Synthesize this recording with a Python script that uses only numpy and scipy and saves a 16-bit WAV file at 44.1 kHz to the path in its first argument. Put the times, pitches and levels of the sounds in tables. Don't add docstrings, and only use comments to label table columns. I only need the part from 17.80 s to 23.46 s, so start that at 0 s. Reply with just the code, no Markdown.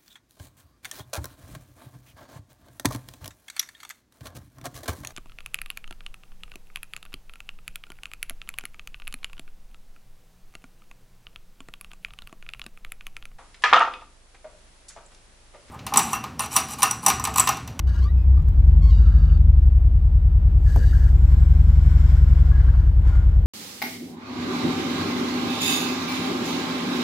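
import sys
import numpy as np
from scipy import signal
from scipy.fft import rfft, irfft
from scipy.io import wavfile
from scipy.ndimage import map_coordinates

SR = 44100
rng = np.random.default_rng(int(sys.argv[2]) if len(sys.argv) > 2 else 0)


def inscribe(sig):
    pcm = np.round(np.clip(np.atleast_2d(sig).T, -1, 1) * 32767)
    wavfile.write(sys.argv[1], SR, pcm.astype(np.int16))


N = 249606
T = np.arange(N) / SR
HZ = np.fft.rfftfreq(N, 1 / SR)
TILT_OCTAVES = np.log2(np.maximum(HZ, 220) / 1500)
BAND_EDGE_HZ = 15750

# time in seconds, speed in rpm.
SPEED_RPM = [(0, 868), (.2, 885), (.35, 897), (.47, 905), (.53, 1075), (.63, 1118.5), (.8, 1310),
             (1.05, 1565), (1.25, 1572.2), (1.66, 1348), (1.9, 1272), (2.17, 1181.7), (2.5, 1199.3),
             (2.91, 1212.2), (3.3, 1282), (3.65, 1339.5), (3.99, 1353.3), (4.58, 1305.2), (5.13, 1216.9),
             (5.66, 1207.4)]
# time in seconds, gain in dB.
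LOAD_DB = [(0, -8.5), (.35, -6), (.62, -1.5), (.8, 1), (1.1, 3.5), (1.7, 0.8), (2.2, 0.55), (2.6, 1.1),
           (3.9, 0), (4.6, -0.17), (5.66, 0.85)]
# time in seconds, gain in dB.
BARK_DB = [(0, -3.5), (.7, 3.5), (1.1, -9), (1.7, 0.9), (2.4, 4), (3.1, 5), (3.9, 3.5), (4.6, 6.5),
           (5.4, 4.5)]
REGIMES_RPM = [950, 1200, 1350]
# pulse size factor in each of the three regimes,
# extra header travel time in ms, edge factor (negative if inverted).
CYLINDERS = [(1.4, .82, .84, .8, .63), (1.09, .1, .23, 0, .93), (1.08, .73, .81, .4, -.42),
             (1.41, .84, .53, 4.9, -.62)]
# frequency in Hz, width in Hz, gain in dB, polarity at the seat,
# share driven by the sharp edge.
BOOM_MODES = [(43.5, 16, -5, 1, .02), (66.75, 7.8, 1.4, -1, .06), (92.4, 8, -9.7, 1, .25),
              (108.8, 5, -23.4, -1, .35), (120, 30.7, -23, 1, .67), (150.5, 8.3, -17.5, -1, .64),
              (178.8, 12.1, -28.5, -1, .31), (205, 9.2, -36, -1, .45)]
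# frequency in Hz, gain in dB.
SILENCER_DB = [(200, 2.5), (300, -12), (500, -21.5), (1000, -64.5)]
# time in seconds, level in dB.
DRONE_DB = [(0, -56.5), (.7, -38.5), (1, -33), (1.42, -35), (1.7, -44), (5.66, -46.5)]
# frequency in Hz, relative density in dB.
CLATTER_SPECTRUM_DB = [(120, -17), (190, -3.5), (240, -15), (305, -11.5), (405, -21.5), (560, -23),
                       (815, -24.5), (1050, -30.5), (2000, -39), (3100, -42.5), (5000, -51.5),
                       (7400, -56.5), (11000, -60.5), (15500, -50)]
# time in seconds, level in dB.
CLATTER_DB = [(0, -43), (1.2, -40.5), (1.7, -43), (2.4, -43), (3.1, -40), (4.8, -40), (5.66, -40)]
# start, length and attack in seconds, level in dB, tilt in dB per octave,
# resonance widening factor.
STROKES = [(0.069, 0.24, .003, -51, -2.5, 1.8), (1.16, 0.45, .02, -58.5, -5.5, 0.95),
           (2.831, .52, 0.064, -54, 1.5, 2.1), (4.712, .44, .02, -58, -5, 1.3),
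           (5.267, 0.16, 0.0036, -58.5, -1, 3.1)]
# frequency in Hz, half-width in Hz, gain in dB.
PEDAL_MODES = [(1176, 51, 1.5), (1602, 69, -2.5), (2970, 280, -8), (3980, 140, -9), (4600, 150, -8),
               (5200, 180, -9), (6300, 310, -9.5), (8300, 270, -13), (11900, 380, -17.5), (14000, 830, -28)]
# start and length in seconds, first and last pitch in Hz, level in dB,
# jitter as a share of pitch.
GROANS = [(0.072, .075, 1620, 1660, -54.5, 0.067), (.145, .05, 1392, 1440, -55, 0.021),
          (0.152, 0.032, 1590, 1640, -51, .04), (0.185, 0.021, 1500, 1700, -46, 0.045),
          (1.18, 0.11, 1500, 1263, -61, 0.034), (1.182, 0.4, 1600, 1617, -59.5, 0.061),
          (1.252, .32, 1324, 1285, -58.5, 0.078), (2.86, 0.2, 1717, 1700, -50.5, 0.063),
          (2.991, 0.061, 1590, 1593, -45.5, 0.048), (3.033, 0.1, 1725, 1795, -54, 0.053),
          (3.125, .04, 1640, 1570, -42, 0.039), (3.165, 0.14, 1670, 1670, -50, 0.065),
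          (4.711, .082, 1630, 1680, -49, 0.026), (4.801, .3, 1697, 1657, -58.5, 0.12),
          (5.32, .115, 1424, 1425, -54.5, .016)]
# time in seconds, tick gain in dB, knock gain in dB.
CLICKS = [(0.074, -54.5, -59.5), (0.443, -69, -50), (0.622, -55, -68), (0.686, -43, -72),
          (0.874, -52.5, -89), (2.961, -34, -28)]
# frequency in Hz, relative density in dB.
TICK_SPECTRUM_DB = [(500, -2), (1500, 11.5), (2600, -16.5), (4500, -3), (7000, 0), (10000, -12.5),
                    (13500, 0.5), (16000, -14)]
# frequency in Hz, gain in dB, 60 dB decay time in seconds.
KNOCK_MODES = [(245.5, -8, 0.51), (299, -4.5, 0.34), (399.5, -3.5, 0.16), (478, -10, 0.36),
               (560, -8.5, 0.24), (691, 0.5, 0.041), (825, 3, 0.048), (950, -5, 0.055), (1490, -19, 0.033)]
# start and length in seconds, first, middle and last pitch in Hz,
# level in dB, jitter as a share of pitch, tilt in dB per octave.
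SQUEALS = [(.135, 0.042, 970, 960, 960, -51.5, .016, -4.5), (0.199, 0.071, 881, 1086, 1165, -52, .018, 2.5),
           (.24, 0.054, 1130, 1175, 1190, -48.5, .0074, -3),
           (.271, 0.047, 1870, 1913, 2040, -58.5, .008, -12),
           (.365, 0.076, 2570, 2530, 2510, -63, .0054, 0),
           (.567, 0.049, 1173, 1203, 1250, -53.5, 0.013, -3),
           (1.014, 0.053, 1146, 1093, 1100, -47.5, 0.02, 2.5),
           (1.056, 0.061, 1110, 1092, 1063, -47.5, 0.018, 2), (1.095, 0.11, 945, 958, 915, -54.5, .026, 2),
           (1.186, 0.4, 947, 935, 917, -62.5, 0.036, 2.5), (3.048, .081, 975, 958, 915, -58.5, 0.0098, 5)]
# frequency in Hz, gain in dB.
SQUEAL_SPECTRUM_DB = [(900, 0.5), (1150, 12.5), (1900, -7.5), (2200, -1), (3400, -2.5), (3850, -1),
                      (4550, 3.5), (5000, -10), (5600, -11), (6600, -14), (7800, -15), (9000, -36.5),
                      (12000, -22), (16000, -38)]
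# time in seconds, pitch in Hz, level in dB.
SNAGS = [(1.497, 2950, -51.5), (4.718, 1132, -42), (4.798, 1620, -41), (4.847, 1760, -45),
         (4.884, 1140, -43), (4.885, 1660, -39), (4.937, 1425, -41.5), (4.948, 1165, -43.5)]
# peak time, swell and fade in seconds, level in dB,
# tilt in dB per octave, sheen frequency in Hz.
SCUFFS = [(2.929, .15, .54, -57, 8, 6600), (3.577, 0.4, .15, -56, -0.4, 7450),
          (4.259, .85, 0.55, -47, 0.8, 5650), (4.861, 0.56, 0.32, -48.5, -3.5, 4570),
          (5.284, 0.067, 0.3, -42, -3, 6640)]
# frequency in Hz, gain in dB.
SOLE_SPECTRUM_DB = [(220, -7.5), (400, -2.5), (650, -2), (830, -2.5), (1050, 2), (1250, -4), (1450, 3),
                    (1900, -6), (2200, -3.5), (2600, -14), (3100, -10.5), (4400, -17.5), (5300, -15.5),
                    (6300, -23), (7600, -14), (10000, -38), (12000, -20), (15500, -36)]
# frequency in Hz, left minus right in dB.
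BALANCE_DB = [(60, 1), (110, 3.5), (200, 3.5), (400, 1), (700, 2), (1300, 7), (2400, 6), (4400, 6.5),
              (8000, 1.5), (15000, 0.5)]


def amp(db):
    return 10 ** (np.asarray(db) / 20)


def unit_rms(x):
    return x / np.sqrt(np.mean(x ** 2) + 1e-20)


def over_time(rows):
    return np.interp(T, *np.transpose(rows))


def over_hz(rows):
    hz, value = np.transpose(rows)
    return np.interp(np.log(HZ + 1), np.log(hz), value)


def filtered(x, gain):
    return irfft(rfft(x) * gain, N)


def wander(rate_hz):
    return unit_rms(filtered(rng.standard_normal(N), np.exp(-(HZ / rate_hz) ** 2)))


def gate(start_s, length_s, attack_s, release_s):
    return np.clip(np.minimum((T - start_s) / attack_s, (start_s + length_s - T) / release_s), 0, 1)


def exhaust(cycles, gain_db=48.5, turbulence_db=-62, unevenness=.055):
    lead = SR // 2
    cycles = np.r_[cycles[0] + (cycles[1] - cycles[0]) * np.arange(-lead, 0), cycles]
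    push, bark = amp(turbulence_db) * rng.standard_normal((2, len(cycles)))
    for k, (*sizes, travel_ms, edge) in enumerate(CYLINDERS):
        fired = np.flatnonzero(np.diff(np.floor(cycles - k / len(CYLINDERS))))
        at = fired + round(travel_ms * SR / 1000)
        at = at[at < len(cycles)]
        burn = 1 + unevenness * rng.standard_normal(len(at))
        rpm = over_time(SPEED_RPM)[np.maximum(at - lead, 0)]
        push[at] += np.interp(rpm, REGIMES_RPM, sizes) * burn
        bark[at] += edge * burn
    bark *= amp(np.pad(over_time(BARK_DB), (lead, 0), "edge"))
    boom = np.zeros(len(cycles))
    for hz, width_hz, db, polarity, edge_share in BOOM_MODES:
        drive = edge_share * bark + (1 - edge_share) * push
        boom += polarity * amp(db) * signal.lfilter(*signal.iirpeak(hz, hz / width_hz, SR), drive)
    boom = signal.sosfilt(signal.butter(3, 36, "high", fs=SR, output="sos"), boom)
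    return filtered(boom[lead:], amp(over_hz(SILENCER_DB))) * amp(over_time(LOAD_DB) + gain_db)


def drone(cycles, lag_turns=.42):
    return np.cos(2 * np.pi * (3 * len(CYLINDERS) * cycles - lag_turns)) * amp(over_time(DRONE_DB))


def rush(cycles, full_db=-45, centre_hz=205, width_octaves=.22, db_per_rpm=.2, full_rpm=1340, throb=.2):
    band = np.exp(-.5 * (np.log2((HZ + 1) / centre_hz) / width_octaves) ** 2)
    surge = 1 + throb * np.cos(2 * np.pi * cycles)
    gas = unit_rms(filtered(rng.standard_normal(N) * surge, band))
    return gas * amp(full_db + db_per_rpm * np.minimum(over_time(SPEED_RPM) - full_rpm, 0))


def clatter(cycles, throb=.071, spread=1.0):
    noise = rng.standard_normal(N) + spread * rng.standard_normal((2, N))
    firing = 1 + throb * np.cos(2 * np.pi * len(CYLINDERS) * cycles)
    dull = filtered(noise * firing, amp(over_hz(CLATTER_SPECTRUM_DB)))
    return unit_rms(dull) * amp(over_time(CLATTER_DB))


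def whine(cycles, centre_hz=9600, offset_hz=65, level_db=-85, throb=.5):
    pair = np.sin(2 * np.pi * centre_hz * T) * np.sin(2 * np.pi * offset_hz * T + wander(14))
    return amp(level_db) * unit_rms(pair) * (1 + throb * np.cos(2 * np.pi * cycles))


def rasp(slips_per_s=4000, flutter_db=2.2, release_s=.11, fade_db_per_s=3):
    slips = rng.standard_normal(N) * (rng.random(N) < slips_per_s / SR)
    out = np.zeros(N)
    for start_s, length_s, attack_s, db, tilt_db, widening in STROKES:
        power = sum((amp(peak_db) / (1 + ((HZ - hz) / (half_width_hz * widening)) ** 2)) ** 2
                    for hz, half_width_hz, peak_db in PEDAL_MODES)
        ring = unit_rms(filtered(slips, np.sqrt(power) * amp(tilt_db * TILT_OCTAVES)))
        fade_db = fade_db_per_s * np.clip(T - start_s, 0, length_s)
        out += ring * amp(db - fade_db) * gate(start_s, length_s, attack_s, release_s)
    return out * amp(flutter_db * wander(37))


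def groans(jitter_rate_hz=330, flutter_db=1.5, ramp_s=.004):
    out, waver = np.zeros(N), wander(jitter_rate_hz)
    for start_s, length_s, first_hz, last_hz, db, jitter in GROANS:
        envelope = gate(start_s, length_s, ramp_s, ramp_s)
        on = envelope > 0
        own_waver = np.roll(waver, rng.integers(N))[on]
        hz = np.linspace(first_hz, last_hz, on.sum()) * (1 + jitter * own_waver)
        out[on] += amp(db) * envelope[on] * np.sqrt(2) * np.sin(2 * np.pi * np.cumsum(hz) / SR)
    return out * amp(flutter_db * wander(60))


def clicks(tick_t60_s=.018):
    out, t = np.zeros(N), T[:SR // 4]
    fizz = unit_rms(filtered(rng.standard_normal(N), amp(over_hz(TICK_SPECTRUM_DB))))
    knock = sum(amp(db - 60 * t / t60_s) * np.sin(2 * np.pi * hz * t) for hz, db, t60_s in KNOCK_MODES)
    for start_s, tick_db, knock_db in CLICKS:
        span = round(start_s * SR) + np.arange(len(t))
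        out[span] += amp(knock_db) * knock + amp(tick_db - 60 * t / tick_t60_s) * fizz[span]
    return out


def squeals(jitter_rate_hz=260, flutter_db=2.5, ramp_s=.012):
    out, waver = np.zeros(N), wander(jitter_rate_hz)
    for start_s, length_s, first_hz, middle_hz, last_hz, db, jitter, tilt_db in SQUEALS:
        envelope = gate(start_s, length_s, ramp_s, ramp_s)
        on = envelope > 0
        arch = np.polyfit([0, .5, 1], [first_hz, middle_hz, last_hz], 2)
        hz = np.polyval(arch, (T[on] - start_s) / length_s) * (1 + jitter * waver[on])
        phase_rad = 2 * np.pi * np.cumsum(hz) / SR
        tone = np.zeros(len(hz))
        for k in range(1, 14):
            harmonic_db = np.interp(k * hz, *np.transpose(SQUEAL_SPECTRUM_DB)) + tilt_db * np.log2(k)
            tone += amp(harmonic_db) * (k * hz < BAND_EDGE_HZ) * np.sin(k * phase_rad)
        out[on] += unit_rms(tone) * amp(db) * envelope[on]
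    return out * amp(flutter_db * wander(90))


def snags(t60_s=.045, jitter=.08):
    out, t, waver = np.zeros(N), T[:SR // 8], wander(600)
    for start_s, hz, db in SNAGS:
        span = round(start_s * SR) + np.arange(len(t))
        phase_rad = 2 * np.pi * np.cumsum(hz * (1 + jitter * waver[span])) / SR
        out[span] += amp(db - 60 * t / t60_s) * np.sqrt(2) * np.sin(phase_rad)
    return out


def scuffs(grain_db=1.0, flutter_db=.9, spread=2.9, shift=.012, sheen_db=4, sheen_half_width_hz=560):
    noise = rng.standard_normal(N) + spread * rng.standard_normal((2, N))
    grains = noise * amp(grain_db * wander(550) + flutter_db * wander(25))
    warped_index = np.cumsum(1 + shift * wander(5))
    hiss = filtered(grains, amp(over_hz(SOLE_SPECTRUM_DB)))
    hiss = np.array([map_coordinates(side, [warped_index], order=3, mode="wrap") for side in hiss])
    out = np.zeros((2, N))
    for peak_s, swell_s, fade_s, db, tilt_db, sheen_hz in SCUFFS:
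        colour_db = tilt_db * TILT_OCTAVES + sheen_db / (1 + ((HZ - sheen_hz) / sheen_half_width_hz) ** 2)
        drop_db = 14 * np.maximum((peak_s - T) / swell_s, (T - peak_s) / fade_s) ** 1.36
        out += unit_rms(filtered(hiss, amp(colour_db))) * amp(db - drop_db)
    return out


def cab(x, wet_db, t60_s):
    t = T[:SR // 6]
    tails = rng.standard_normal((2, len(t))) * amp(-60 * t / t60_s) * (t > .001)
    tails /= np.linalg.norm(tails, axis=1, keepdims=True)
    wet = amp(wet_db)
    return (x + wet * signal.oaconvolve(x[None], tails, axes=1)[:, :N]) / np.hypot(1, wet)


def scene(first_firing_cycles=.374):
    cycles = np.cumsum(over_time(SPEED_RPM)) / (2 * 60 * SR) - first_firing_cycles
    footwell = cab(squeals(), wet_db=-6, t60_s=.03)
    footwell += cab(groans(), wet_db=-4, t60_s=.03)
    footwell += cab(rasp(), wet_db=0, t60_s=.025)
    footwell += scuffs()
    footwell += cab(clicks() + snags(), wet_db=-3, t60_s=.06)
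    engine = exhaust(cycles) + drone(cycles) + rush(cycles) + clatter(cycles) + whine(cycles)
    return filtered(engine + footwell, amp(np.outer([.5, -.5], over_hz(BALANCE_DB))))


def record(dry):
    lowpass = signal.firwin(511, BAND_EDGE_HZ, window=("kaiser", 9), fs=SR)
    return signal.oaconvolve(dry, lowpass[None], "same")


dry = scene()
out = record(dry)
inscribe(out)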